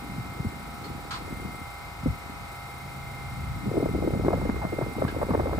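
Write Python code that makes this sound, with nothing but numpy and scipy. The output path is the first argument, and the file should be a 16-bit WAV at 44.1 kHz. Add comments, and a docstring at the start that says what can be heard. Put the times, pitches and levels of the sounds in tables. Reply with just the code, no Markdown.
"""An open, elevated subway platform, with a stereo microphone beside a standing train.
The train's auxiliary machines are running: one shaft hums in many overtones under a throbbing whine
and a dry chirr, an inverter sings, fans hiss and a valve spits air.
Right at the microphone, wind rumbles on the two ports and grows into a gust of sharp buffets."""
import sys
import numpy as np
from scipy import signal
from scipy.fft import rfft, irfft
from scipy.io import wavfile
from scipy.ndimage import uniform_filter1d

SR = 44100
rng = np.random.default_rng(int(sys.argv[2]) if len(sys.argv) > 2 else 0)


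def pcm_store(signal):
    """Save signal as 16-bit PCM."""
    levels = np.round(np.clip(np.atleast_2d(signal), -1, 1) * 32767)
    wavfile.write(sys.argv[1], SR, levels.astype(np.int16).T)


N = 246827
TIME, BINS = np.arange(N) / SR, np.fft.rfftfreq(N, 1 / SR)
SHAFT_HZ = 27.003


def amp(db):
    """Decibels to gain."""
    return 10 ** (np.asarray(db) / 20)


def unit_rms(x):
    """Scales to an rms of 1."""
    return x / np.sqrt(np.mean(x ** 2) + 1e-20)


def spectrum_at(points, hz):
    """Joins a spectrum's points on a log-frequency axis."""
    f, value = np.transpose(points)
    return np.interp(np.log(hz + 1), np.log(f + 1), value)


def follow(rows, t=TIME):
    """Each column of a curve at the times t."""
    s, *columns = np.transpose(rows)
    return [np.interp(t, s, c) for c in columns]


def add(mix, s, sound):
    """Mixes a stereo sound in at s seconds."""
    part = mix[:, max(round(s * SR), 0):][:, :sound.shape[1]]
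    part += sound[:, :part.shape[1]]


def swell(peak_s, width_s, db):
    """A bell-shaped rise or dip in dB."""
    return db * np.exp(-((TIME - peak_s) / width_s) ** 2)


def drift(rate_hz):
    """A slow random wander of rms 1."""
    return unit_rms(irfft(rfft(rng.standard_normal(N)) / (1 + (BINS / rate_hz) ** 4), N))


def noise(shape, shared, size=N):
    """Noise of a given spectrum at two ports that share a part of it."""
    left, other = rfft(rng.standard_normal((2, size)))
    right = shared * left + np.sqrt(1 - shared ** 2) * other
    return unit_rms(irfft(np.array([left, right]) * shape, size))


def band(hz, centre_hz, width_hz):
    """Gain of one resonance."""
    return 1 / (1 + ((hz - centre_hz) / width_hz) ** 2 * 2)


def delay_right(x, ms=0.15):
    """Sound reaches the right port later, or earlier if ms is negative."""
    return np.array([x[0], irfft(rfft(x[1]) * np.exp(-2j * np.pi * BINS * ms / 1000), N)])


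# Overtones the casing favours, heard from the platform. Each row: multiple of the shaft rate, level in dB.
STRONG_OVERTONES = [(2, -54.5), (3, -53.5), (7, -60.5), (25, -60.5), (26, -60.5), (27, -58), (30, -51),
                    (35, -60.5), (36, -57.5), (37, -63.5), (42, -60), (44, -64), (47, -53.5), (49, -63),
                    (53, -60.5), (56, -61.5), (57, -63), (67, -64.5), (80, -61), (86, -63.5), (92, -67),
                    (142, -65)]
# The weaker ones between them. Each row: frequency in Hz, typical level of one overtone in dB.
WEAK_OVERTONES = [(30, -74), (500, -75), (700, -67), (1400, -65), (1700, -92), (2400, -84), (3000, -83.5),
                  (4000, -78), (5200, -102)]
def shaft_hum(turns, sway_db=1.12, spread_rad=0.95, count=260, groups=7, size=4096):
    """Reflections give each overtone its own phase at each port, and moving air sways them."""
    multiples = np.arange(1, count + 1)
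    hz = multiples * SHAFT_HZ
    levels = spectrum_at(WEAK_OVERTONES, hz) + rng.uniform(-4, 4, count)
    for multiple, db in STRONG_OVERTONES:
        levels[multiple - 1] = db
    phase, side = rng.uniform(0, 2 * np.pi, count), rng.choice([-1, 1], count)
    apart = side * spread_rad * np.minimum(hz / 1300, 2)  # long waves reach both ports alike
    overtones = np.sqrt(2) * amp(levels) * np.exp(1j * np.array([phase + apart / 2, phase - apart / 2]))
    out = np.zeros((2, N))
    for group in range(groups):
        members = np.pad(overtones * (multiples % groups == group), ((0, 0), (1, 0)))
        one_turn = irfft(members, size) * size / 2
        sway = amp(sway_db * drift(rate_hz=2.8))
        out += sway * np.array([np.interp(turns % 1 * size, np.arange(size), port) for port in one_turn])
    return out


# The deep note of the standing train. Each row: time in seconds, level in dB.
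DRONE_LEVELS = [(0, -48), (2.3, -60.5), (2.9, -44.5), (3.5, -43), (3.9, -54)]
def shaft_drone(turns):
    """A tone at five times the shaft rate swells and sinks, alike at both ports."""
    return np.sqrt(2) * amp(follow(DRONE_LEVELS)[0]) * np.sin(2 * np.pi * 5 * turns)


# The whine at the microphone, as its reflections add and cancel.
# Each row: time in seconds, left level in dB, right level in dB.
WHINE_LEVELS = [(0, -55, -52), (.45, -48.5, -50), (.85, -65, -55.5), (1.21, -61, -54), (1.27, -50, -49.5),
                (1.68, -48.5, -49.5), (2.25, -49.5, -68), (2.65, -49.5, -48), (2.87, -51, -55),
                (3.2, -48.5, -47.5), (3.6, -51, -59), (3.85, -48.5, -53), (4.1, -54, -51),
                (4.4, -53.5, -46), (4.75, -50, -43), (5.1, -57, -47.5), (5.6, -53, -48)]
# The whine at the right port. Each row: time in seconds, lag behind the left in radians.
WHINE_RIGHT_LAG = [(0, 1), (1.6, 0.33), (2.2, 2.9), (3, 0.27), (5.6, 1.26)]
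def whine(turns, multiple=78, neighbours_db=-69.5, skew_rad=0.85, lag_share=0.45):
    """One strong overtone beats with its two neighbours: a clean throb, once a turn."""
    angle = 2 * np.pi * turns
    lag = np.array([np.zeros(N), follow(WHINE_RIGHT_LAG)[0]])
    tone = amp(follow(WHINE_LEVELS)) * np.sin(multiple * angle - lag)
    throb = amp(neighbours_db + swell(peak_s=3.1, width_s=1.74, db=12))
    below = np.sin((multiple - 1) * angle - lag_share * lag)
    above = np.sin((multiple + 1) * angle - lag_share * lag + skew_rad)
    return np.sqrt(2) * (tone + throb * (below + above))


# How hard the shaft rubs. Each row: time in seconds, gain in dB.
RUB_PRESSURE = [(0, 5.5), (1.3, 5), (1.53, 13), (1.9, 2), (3.1, 6.5), (4.65, 2), (4.98, 9.5), (5.6, 2.5)]
# What the rub sets ringing, off to the right. Each row: centre in Hz, width in Hz, relative level in dB.
RUB_RESONANCES = [(7880, 77, -73), (9035, 136, -74), (9770, 110, -64)]
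def chirr(turns, decay_turns=0.37, steady=0.17, flicker_db=1.8, sizzle_db=-58.5):
    """The same rough patch rubs on each turn, exciting high resonances under a broad sizzle."""
    stroke = unit_rms(steady + np.exp(-(turns % 1) / decay_turns))
    rub = stroke * amp(follow(RUB_PRESSURE)[0] + flicker_db * drift(rate_hz=9.1))
    patch = rng.standard_normal(int(SR / SHAFT_HZ))
    grit = rfft(rub * patch[(turns % 1 * len(patch)).astype(int)])
    rings = sum(amp(db) * unit_rms(irfft(grit * band(BINS, hz, width), N))
                for hz, width, db in RUB_RESONANCES)
    rings *= np.sqrt(np.mean(rub ** 2))
    sizzle = amp(sizzle_db) * unit_rms(rub ** 0.3) * noise(band(BINS, 13900, 2900), shared=0.83)
    return delay_right(rings + sizzle, ms=-0.355)


def inverter(hz=1320.9, level_db=-54):
    """A steady electrical tone, swayed a little by the moving air."""
    return np.sqrt(2) * amp(level_db + drift(rate_hz=6)) * np.sin(2 * np.pi * hz * TIME)


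# The fans, a little left of the microphone. Each row: frequency in Hz, relative density in dB.
FAN_SPECTRUM = [(25, -50), (50, -34), (120, -15), (200, -18), (290, -11), (520, -9.5), (800, -9),
                (1300, -13), (1700, -15), (2150, -9), (2900, -20), (6300, -28.5), (10000, -26),
                (15500, -44.5)]
# The train's vents, facing the platform. Each row: centre in Hz, width in Hz, relative level in dB.
VENT_BANDS = [(4380, 1700, -58.5), (5424, 72, -68), (7860, 1800, -63.5)]
def fans(rush_db=-46.5):
    """Cooling air rumbles and hisses; the vents add two broad bands of hiss and one thin whistle."""
    shared = spectrum_at([(100, 1.0), (600, 0.057), (3000, 0.59), (12000, 0.17)], BINS)
    rush = amp(rush_db) * noise(amp(spectrum_at(FAN_SPECTRUM, BINS)), shared)
    vents = sum(amp(db) * noise(band(BINS, hz, width), shared=0.51) for hz, width, db in VENT_BANDS)
    return delay_right(rush) + vents * amp([[.8], [-.8]])  # slightly louder on the left


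# Escaping air, heard from the platform. Each row: frequency in Hz, relative density in dB.
PUFF_SPECTRUM = [(500, -20), (950, 0.5), (3000, -0.5), (4500, 2.5), (6000, -8.5), (9000, -10.5),
                 (13000, -40)]
# The valve, a little to the left. Each row: start in seconds, level in dB, decay in seconds,
# whistle's share of the power, upper edge in Hz, hollow resonance in Hz.
VALVE_SPITS = [(.84, -42, 0.03, 0.3, 9000, 1330), (1.107, -32, 0.047, 0.06, 11000, 1330),
               (1.142, -35, 0.034, 0, 6000, 1140), (5.078, -37, 0.034, 0, 3500, 1510)]
def valve(whistle_hz=4340, hollow_db=14, rise_s=.0012, echo_db=-11, echo_s=0.11):
    """Short puffs of air ring in the valve's outlet, whistle at its lip and linger under the cars."""
    out, t = np.zeros((2, N)), TIME[:SR // 2]
    hz = np.fft.rfftfreq(len(t), 1 / SR)
    for s, db, decay, share, top_hz, hollow_hz in VALVE_SPITS:
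        hollow = 1 + amp(hollow_db) * band(hz, hollow_hz, width_hz=190)
        outlet = hollow / np.sqrt(1 + (hz / top_hz) ** 4)
        puff = noise(amp(spectrum_at(PUFF_SPECTRUM, hz)) * outlet, shared=0.2, size=len(t))
        whistle = noise(band(hz, whistle_hz, width_hz=150), shared=0.24, size=len(t))
        air = np.sqrt(1 - share) * puff + np.sqrt(share) * whistle
        fall = np.exp(-(t / decay) ** 2) + amp(echo_db) * np.exp(-t / echo_s)
        envelope = (1 - np.exp(-t / rise_s)) * fall
        add(out, s, amp(db) * envelope / envelope.max() * air)
    return delay_right(out)


# The largest eddies, striking the microphone itself.
# Each row: start in seconds, length in seconds, level in dB, centre in Hz.
WIND_BUFFETS = [(0.179, 0.021, -30, 158), (0.399, 0.0098, -25.5, 127), (0.446, 0.014, -27.5, 235),
                (0.459, 0.019, -26, 109), (.946, 0.0065, -36, 274), (1.325, 0.0052, -30, 340),
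                (1.449, 0.016, -32.5, 236), (1.613, 0.0069, -35, 227), (2.033, 0.012, -30, 130),
                (2.058, 0.016, -20.5, 271), (2.075, .02, -25.5, 75), (2.295, 0.01, -37, 274),
                (3.652, 0.05, -28.5, 188), (3.715, 0.004, -24, 380), (3.737, 0.032, -28.5, 392),
                (3.769, 0.0086, -21, 347), (3.777, 0.0078, -19, 413), (3.798, 0.016, -27.5, 388),
                (3.825, 0.011, -21, 358), (3.858, 0.0065, -20.5, 470), (3.888, 0.0073, -28, 554),
                (3.947, 0.015, -25.5, 380), (3.987, 0.0065, -25, 356), (4.024, 0.0082, -29.5, 565),
                (4.038, 0.025, -29.5, 266), (4.073, 0.012, -23.5, 360), (4.132, 0.0079, -24.5, 146),
                (4.154, 0.017, -27.5, 278), (4.197, 0.0046, -24, 340), (4.246, 0.027, -25, 335),
                (4.282, 0.0083, -17, 455), (4.304, 0.0082, -25, 454), (4.329, 0.016, -22.5, 552),
                (4.413, 0.007, -33, 760), (4.452, 0.013, -28, 432), (4.491, 0.011, -21, 253),
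                (4.555, 0.011, -26, 74.5), (4.613, 0.05, -34, 756), (4.65, 0.0062, -23.5, 200),
                (4.721, 0.022, -28.5, 414), (4.785, 0.0072, -22.5, 402), (4.811, 0.0098, -25, 484),
                (4.821, 0.013, -25, 142), (4.863, 0.0096, -32.5, 513), (4.981, 0.017, -30.5, 433),
                (5.017, 0.0094, -22.5, 566), (5.03, 0.014, -27, 335), (5.048, 0.006, -19, 159),
                (5.163, 0.013, -28, 414), (5.214, 0.011, -25, 710), (5.228, 0.0071, -23, 590),
                (5.291, 0.0065, -26, 440), (5.3, 0.028, -25, 212), (5.335, .01, -25, 710),
                (5.348, 0.0067, -19.5, 585), (5.375, 0.0059, -26.5, 410), (5.396, 0.012, -24, 539),
                (5.457, 0.025, -29, 384), (5.531, 0.0048, -29, 634), (5.586, .014, -32.5, 172)]
def buffets(lowest_hz=58, swerve=0.29, apart_rad=.2, roughness=.5):
    """Each buffet is a few uneven swings of pressure that start abruptly and slow down."""
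    out, t = np.zeros((2, N)), TIME[:4096]
    hz = np.fft.rfftfreq(len(t), 1 / SR)
    for s, length, db, centre_hz in WIND_BUFFETS:
        churn = noise(1 / (1 + (hz / centre_hz / 2) ** 2), shared=.85, size=len(t))
        slowing = .5 + .9 * np.exp(-t / length * 1.4)
        cycles = np.cumsum(centre_hz * slowing * (1 + swerve * churn[0, ::-1])) / SR + rng.random()
        swing = np.sqrt(2) * np.cos(2 * np.pi * cycles + apart_rad * rng.standard_normal((2, 1)))
        envelope = np.clip(t / length * 8, 0, 1) / (1 + (t / length) ** 6)
        top_hz = np.clip(1.99 * centre_hz, 150, 4000)
        passband = signal.butter(3, [lowest_hz, top_hz], "bandpass", fs=SR, output="sos")
        eddy = unit_rms(signal.sosfilt(passband, envelope * (swing + roughness * churn)))
        add(out, s - 1 / centre_hz / 4, amp(db) * eddy * np.sqrt(length / t[-1]))
    return out


# The breeze over the platform drops, then builds to a strong wind.
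# Each row: time in seconds, base level of the rumble in dB, base level of the flutter in dB.
BREEZE = [(0, -45.5, -44), (1.55, -47, -48.5), (1.8, -48, -63), (2.4, -45.5, -50.5), (2.7, -50.5, -54),
          (3.5, -35.5, -46.5), (3.7, -36, -36.5), (4.05, -32, -33.5), (4.45, -30.5, -33), (4.6, -36, -43),
          (5.2, -34.5, -37.5), (5.35, -32, -37.5), (5.6, -30, -34.5)]
# Short gusts and lulls at the microphone. Each row: peak in seconds, half length in seconds, rise in dB.
GUSTS_AND_LULLS = [(.19, 0.1, 6), (0.936, 0.087, 5.5), (1.398, 0.19, 7.5), (2.085, 0.065, 18.5),
                   (4.94, 0.018, -9), (5.272, 0.012, -8)]
def wind_db(flutter_share=0.68):
    """Levels of rumble and flutter: the slow wind with its short gusts on top."""
    rumble_db, flutter_db = follow(BREEZE)
    gusts = sum(swell(*gust) for gust in GUSTS_AND_LULLS)
    return rumble_db + gusts, flutter_db + flutter_share * gusts


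def rumble(low_cut_hz=48, upper_hz=150):
    """Large eddies press slowly on the ports; the microphone passes little deep bass."""
    low_cut = (BINS / low_cut_hz) ** 4 / np.sqrt(1 + (BINS / low_cut_hz) ** 8)
    return amp(wind_db()[0]) * noise(low_cut / (1 + (BINS / upper_hz) ** 4), shared=0.68)


# Faster air sheds smaller eddies at the ports. Each row: time in seconds, typical centre in Hz.
EDDY_PITCH = [(0, 200), (1.4, 275), (3.55, 162), (3.8, 337), (4.5, 334), (5.6, 460)]
def flutter(boost_db=2.0, scatter=0.4, cycles=0.75, apart_rad=.45, count=1250):
    """A stream of small eddies, each about one swing of pressure, with lulls between them."""
    out, t = np.zeros((2, N)), TIME[:2048] - TIME[1024]
    times = (np.arange(count) + rng.uniform(-1.025, 1, count)) / count * N / SR
    for s, detune, phase, offset in zip(times, *rng.standard_normal((3, count))):
        typical_hz = follow(EDDY_PITCH, s)[0]
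        hz = typical_hz * np.exp(scatter * np.clip(detune, -2, 1.5))
        swing = np.cos(2 * np.pi * (hz * t + phase) + np.array([[0], [apart_rad * offset]]))
        envelope = np.exp(-(hz * t / cycles) ** 2)
        add(out, s + t[0], rng.random() * np.sqrt(typical_hz) * swing * envelope)
    return amp(wind_db()[1] + boost_db) * unit_rms(out)


# Stronger wind tears at the port edges. Each row: time in seconds, gain against the eddies in dB.
CRACKLE_GAIN = [(3.8, -42), (4.3, -18.5), (5.6, -13.5)]
def crackle(eddies, centre_hz=850, width_hz=750, top_hz=2500):
    """Each swing of pressure tears off a burst of fine turbulence, the hardest ones far more."""
    push = np.sqrt(abs(uniform_filter1d(eddies[0] ** 2, size=64)))
    tear = amp(follow(CRACKLE_GAIN)[0]) * push * np.sqrt(unit_rms(push))
    return tear * noise(band(BINS, centre_hz, width_hz) / (1 + (BINS / top_hz) ** 4), shared=0.35)


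def across_ports(x, lead_rad=1.11, corner_hz=250):
    """Eddies pass the right port first; all but the largest lead there by the same angle."""
    angle = lead_rad * np.tanh(BINS / corner_hz) / 2
    return irfft(rfft(x) * np.exp(1j * np.array([-angle, angle])), N)


def scene(speed_wander=0.00012):
    """The idling train, heard through the wind on the microphone."""
    turns = np.cumsum(SHAFT_HZ * (1 + speed_wander * drift(rate_hz=1.72))) / SR
    shaft = shaft_hum(turns) + shaft_drone(turns) + whine(turns) + chirr(turns)
    train = shaft + inverter() + fans() + valve()
    eddies = flutter() + buffets()
    wind = across_ports(rumble() + eddies + crackle(eddies))
    return train + wind * amp([[.5], [-.5]])  # wind slightly louder on the left


def record(dry):
    """The recorder passes sound up to 15750 Hz."""
    lowpass = signal.firwin(511, 15750, window=("kaiser", 9), fs=SR)
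    return signal.oaconvolve(dry, lowpass[None], "same")


dry = scene()
out = record(dry)
pcm_store(out)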